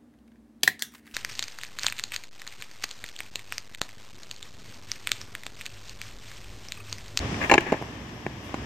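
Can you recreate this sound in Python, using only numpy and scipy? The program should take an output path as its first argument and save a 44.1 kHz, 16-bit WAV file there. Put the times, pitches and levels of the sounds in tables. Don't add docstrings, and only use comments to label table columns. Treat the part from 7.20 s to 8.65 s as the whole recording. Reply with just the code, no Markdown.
import sys
import numpy as np
from scipy import signal
from scipy.fft import rfft, irfft
from scipy.io import wavfile

SR = 44100
rng = np.random.default_rng(int(sys.argv[2]) if len(sys.argv) > 2 else 0)


def pcm_store(signal):
    levels = np.round(np.clip(np.atleast_2d(signal), -1, 1) * 32767)
    wavfile.write(sys.argv[1], SR, levels.astype(np.int16).T)


N = 63945
T = np.arange(N) / SR
BIN_HZ = np.arange(N + 1) * SR / (2 * N)


def from_db(db):
    return 10 ** (np.asarray(db) / 20)


def rms_one(x):
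    return x / np.sqrt(np.mean(x ** 2))


def at_hz(points):
    hz, value = np.transpose(points)
    return np.interp(np.log(BIN_HZ + 1), np.log(hz), value)


def shape(x, gain):
    return irfft(rfft(x, 2 * N) * gain)[..., :N]


def lowpass(x, hz):
    return signal.sosfilt(signal.butter(2, hz, fs=SR, output="sos"), x)


def bandpass(x, band_hz):
    return signal.sosfilt(signal.butter(4, band_hz, "band", fs=SR, output="sos"), x)


def add(track, s, sound):
    start = int(s * SR)
    track[start:start + len(sound)] += sound[:N - start]


# (frequency [Hz], likeness [0 to 1])
LEFT_RIGHT_LIKENESS = [(100, .99), (300, .97), (640, 0.76), (1400, 0), (3000, 0.12), (15000, 0)]


def diffuse(pair, spectrum):
    alike = at_hz(LEFT_RIGHT_LIKENESS)
    gain = from_db(at_hz(spectrum))
    mid = shape(pair[0], gain * np.sqrt(1 + alike))
    side = shape(pair[1], gain * np.sqrt(1 - alike))
    return rms_one(np.array([mid + side, mid - side]))


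def noise(spectrum):
    return diffuse(rng.standard_normal((2, N)), spectrum)


def level_curve(points):
    return from_db(np.interp(T, *np.transpose(points)))


def swells(rows):
    return sum(from_db(db) * np.exp(-(2 * (T - s) / length) ** 2) for s, length, db in rows)


def dying(s, decay_s):
    rise_s = 0.00052
    age = np.maximum(T - s, 0)
    return (1 - np.exp(-age / rise_s)) * np.exp(-age / decay_s)


# (frequency [Hz], relative level per Hz [dB])
RUMBLE_COLOUR = [(22, -24), (40, -29), (62, -7.5), (85, -1.5), (115, 0.5), (160, -3.5), (270, -2),
                 (400, -10), (550, -19.5), (900, -37), (2000, -61), (6000, -80)]
# (time [s], level [dB])
RUMBLE_LOUDNESS = [(0, -34.5), (.17, -32.5), (.3, -39), (.45, -41), (.7, -41.5), (1.0, -41), (1.28, -42.5),
                   (1.38, -38.5), (1.45, -39)]


def traffic_rumble():
    return level_curve(RUMBLE_LOUDNESS) * noise(RUMBLE_COLOUR)


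# (frequency [Hz], relative level per Hz [dB])
DRONE_COLOUR = [(20, -43), (50, -12), (62, 0), (74, -9), (110, -31), (500, -88)]
# (time [s], level [dB])
DRONE_LOUDNESS = [(0, -38.5), (.1, -38), (.2, -59), (.27, -45), (.45, -48.5), (1.35, -53), (1.45, -39)]


def engine_drone():
    return level_curve(DRONE_LOUDNESS) * noise(DRONE_COLOUR)


# (frequency [Hz], relative level per Hz [dB])
HISS_COLOUR = [(200, -6), (600, 2), (1150, 2), (1400, -4.5), (1750, 0.5), (2300, -4.5), (3200, -4.5),
               (4200, -13.5), (5500, -9), (7000, -17.5), (9000, -27), (11000, -40.5), (14500, -38)]
# (time [s], level [dB])
HISS_LOUDNESS = [(0, -36.5), (.15, -35.5), (.3, -36.5), (.45, -41), (.7, -43.5), (1.0, -45.5), (1.2, -45),
                 (1.33, -43), (1.45, -41.5)]


def traffic_hiss():
    return level_curve(HISS_LOUDNESS) * noise(HISS_COLOUR)


def high_hiss():
    center_hz, width_hz, level_db = 12500, 280, -75.5
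    band = np.exp(-((BIN_HZ - center_hz) / width_hz) ** 2)
    hiss = from_db(level_db) * rms_one(shape(rng.standard_normal(N), band))
    return hiss * np.array([[0], [1]])


def city():
    return traffic_rumble() + engine_drone() + traffic_hiss() + high_hiss()


def square(near):
    level_db, t60_s, dull_hz = -27, 1, 4000
    tail = lowpass(rng.standard_normal((2, N)), dull_hz) * from_db(-60 * T / t60_s)
    tail = diffuse(tail, [(100, 0), (10000, 0)])
    return from_db(level_db) * signal.fftconvolve(near, tail / np.sqrt(N), axes=1)[:, :N]


# (middle time [s], length [s], level [dB])
RUSTLE_TIMES = [(.255, 0.11, -59), (1.26, 0.074, -60.5)]
# (frequency [Hz], relative level per Hz [dB])
RUSTLE_COLOUR = [(3000, -12), (6000, 2), (9000, -2), (11000, -2), (14500, -2)]


def clothing():
    return swells(RUSTLE_TIMES) * noise(RUSTLE_COLOUR)


# (middle time [s], length [s], level [dB])
SCUFF_TIMES = [(0.145, 0.0062, -30.5), (0.224, 0.024, -25.5), (0.24, 0.0081, -24.5), (0.248, 0.0097, -25),
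               (0.262, 0.018, -34), (0.424, 0.042, -35.5), (0.477, 0.037, -33.5), (.505, 0.035, -36),
               (0.539, .025, -31.5), (0.573, .03, -43)]
# (frequency [Hz], relative level per Hz [dB])
SCUFF_COLOUR = [(200, 4.5), (700, 0), (1150, 2.5), (1400, -9), (1700, 9.5), (2100, 1), (2500, 0),
                (3200, -13), (4200, -22), (7000, -21.5), (10000, -50), (14000, -40)]


def shoe():
    clicks_per_s, spread_db = 3000, 4.5
    caught = rng.random((2, N)) < clicks_per_s / SR
    direction = rng.choice([-1, 1], (2, N))
    strength = from_db(spread_db * rng.standard_normal((2, N)))
    return swells(SCUFF_TIMES) * diffuse(caught * direction * strength, SCUFF_COLOUR)


# (time [s], level [dB])
TICK_TIMES = [(.2975, -33), (0.4066, -39.5), (0.521, -46), (.5265, -46.5), (.6240, -46.5)]
# (frequency [Hz], relative level per Hz [dB])
TICK_COLOUR = [(3000, -11), (6000, -1), (9000, 1.5), (15000, -1)]


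def grit_ticks():
    decay_s = 0.0019
    return sum(from_db(db) * dying(s, decay_s) for s, db in TICK_TIMES) * noise(TICK_COLOUR)


def contact(chatter_db, chatter_s):
    t = np.arange(SR // 5) / SR
    chatter = rng.standard_normal(len(t)) * np.exp(-(t / chatter_s) ** 2)
    push = t == 0
    return push + from_db(chatter_db) * chatter / np.linalg.norm(chatter)


def ring(push, hz, t60):
    r = from_db(-60 / (t60 * SR))
    w = 2 * np.pi * hz / SR
    return signal.lfilter([1, 0, -1], [2, -4 * r * np.cos(w), 2 * r * r], push)


def body(push, modes, freedom):
    spread_db = 2.94
    sound = 0
    for hz, db, t60 in modes:
        strength = from_db(db + spread_db * rng.standard_normal())
        sound = sound + strength * ring(push, hz, t60 * freedom)
    return freedom * sound


# (frequency [Hz], relative level [dB], time to fall 60 dB, before freedom scales it [s])
DECK_MODES = [(160, -22, 0.045), (223, -15.5, 0.037), (286, -15, 0.054), (344.5, -12, 0.06),
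              (389, -15.5, 0.037), (440, -20.5, 0.027), (540, -15, 0.034), (644, -13.5, .036),
              (766, -14, .04), (820, -12, 0.052), (910, -23, 0.02), (1014, -15, .036), (1157, -25, 0.031)]


def struck_at(spot_hz):
    boost_db, width_octaves = 6, 0.25
    modes = []
    for hz, db, t60 in DECK_MODES:
        octaves_away = np.log2(hz / spot_hz)
        modes.append((hz, db + boost_db * np.exp(-(octaves_away / width_octaves) ** 2), t60))
    return modes


# (time [s], relative deck level [dB], relative wheel and truck level [dB],
# crack level [dB], low-pass of the deck contact, lower is softer [Hz],
# freedom to ring under the feet [factor], deck pitch favoured by the spot struck [Hz])
BOARD_BLOWS = [(0.128, -7, -42, -33, 280, 0.57, 280), (0.2967, -17.5, -3, -20, 3500, 0.83, 810),
               (.3025, -20.5, -19, -33, 3000, 1.3, 540), (0.3139, -8, -7, -10, 4000, 0.96, 1010),
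               (0.3178, -8.5, -3.5, -27.5, 3000, 1, 554), (0.3223, -10, -12.5, -35, 2000, 1.22, 820),
               (.3288, -15, -17, -25.5, 1870, 1.03, 820), (0.3384, -10, -11, -8, 4000, 0.81, 540),
               (0.3421, -13.5, -12, -27, 3000, 0.94, 820), (0.3492, -12, -25, -42, 1380, 0.72, 404),
               (0.354, -12, -15, -25, 3000, 0.63, 400), (0.3791, -7, -1, -21.5, 990, 0.84, 344),
               (.3820, -9.5, -5, -27.5, 890, 0.66, 330), (.4065, -38, -38, -27.5, 4000, 0.28, 820),
               (.4660, -31, -25, -39, 2500, 0.89, 340), (.5212, -5, -32, -25.5, 430, 0.68, 222),
               (.5260, -4, -22, -34, 695, 0.76, 470), (0.5433, -21, -31, -47, 1987, 0.59, 540),
               (0.5642, -26, -44, -45, 1200, 0.53, 540), (.6136, -21.5, -46, -48, 890, 0.68, 220),
               (0.6234, -18, -23, -47, 885, 0.67, 820), (.8925, -57, -67, -40, 4000, .5, 820),
               (1.0644, -13, -19, -37, 730, 0.76, 233), (1.2930, -24.5, -41, -43, 1530, 0.48, 1000),
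               (1.3421, -11, -23, -28.5, 855, 0.61, 227)]
# (frequency [Hz], relative level [dB], time to fall 60 dB, before freedom scales it [s])
TRUCK_MODES = [(1685, -20.5, 0.034), (1737, -21, 0.039), (1870, -14, 0.015), (2116, -14.5, 0.02),
               (2253, -15, 0.021), (2500, -21.5, 0.027), (2700, -18.5, 0.021), (3000, -41, 0.0085)]
# (frequency [Hz], relative level per Hz [dB])
CRACK_COLOUR = [(1000, 6.5), (2800, 10.5), (3500, -5.5), (4150, 2.5), (5000, -7.5), (6000, -5),
                (7000, -1.5), (8500, -23), (11000, -24.5), (14500, -30)]


def board():
    deck_chatter_db, deck_chatter_s = -6, 0.0045
    truck_chatter_db, truck_chatter_s = 0.5, 0.0025
    deck_band_hz, truck_band_hz = (91, 1206), (1420, 2950)
    crack_decay_s = 0.0042
    left_lead_s = 0.00007
    wood, metal, crack = np.zeros(N), np.zeros(N), np.zeros(N)
    for s, deck_db, truck_db, crack_db, soft_hz, freedom, spot_hz in BOARD_BLOWS:
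        deck_push = lowpass(contact(deck_chatter_db, deck_chatter_s), soft_hz)
        add(wood, s, from_db(deck_db) * body(deck_push, struck_at(spot_hz), freedom))
        truck_push = contact(truck_chatter_db, truck_chatter_s)
        add(metal, s, from_db(truck_db) * body(truck_push, TRUCK_MODES, freedom))
        crack += from_db(crack_db) * dying(s, crack_decay_s)
    left = bandpass(wood, deck_band_hz) + bandpass(metal, truck_band_hz)
    right = np.interp(T - left_lead_s, T, left)
    return np.array([left, right]) + crack * noise(CRACK_COLOUR)


def scene():
    near = board() + grit_ticks() + shoe() + clothing()
    return near + square(near) + city()


# (frequency [Hz], left minus right [dB])
PORT_DIFFERENCE = [(100, -.5), (700, -1), (1300, 1), (2300, 8.5), (3200, 6.5), (4400, 3), (5600, 2.5),
                   (7000, -7), (9000, -14), (14000, -16.5)]


def record(dry):
    cutoff_hz = 15600
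    half_each = np.array([[0.5], [-0.5]])
    coloured = shape(dry, from_db(at_hz(PORT_DIFFERENCE) * half_each))
    rounded = coloured / (1 + coloured ** 4) ** (1 / 4)
    return signal.sosfilt(signal.cheby2(12, 60, cutoff_hz, fs=SR, output="sos"), rounded)


dry = scene()
out = record(dry)
pcm_store(out)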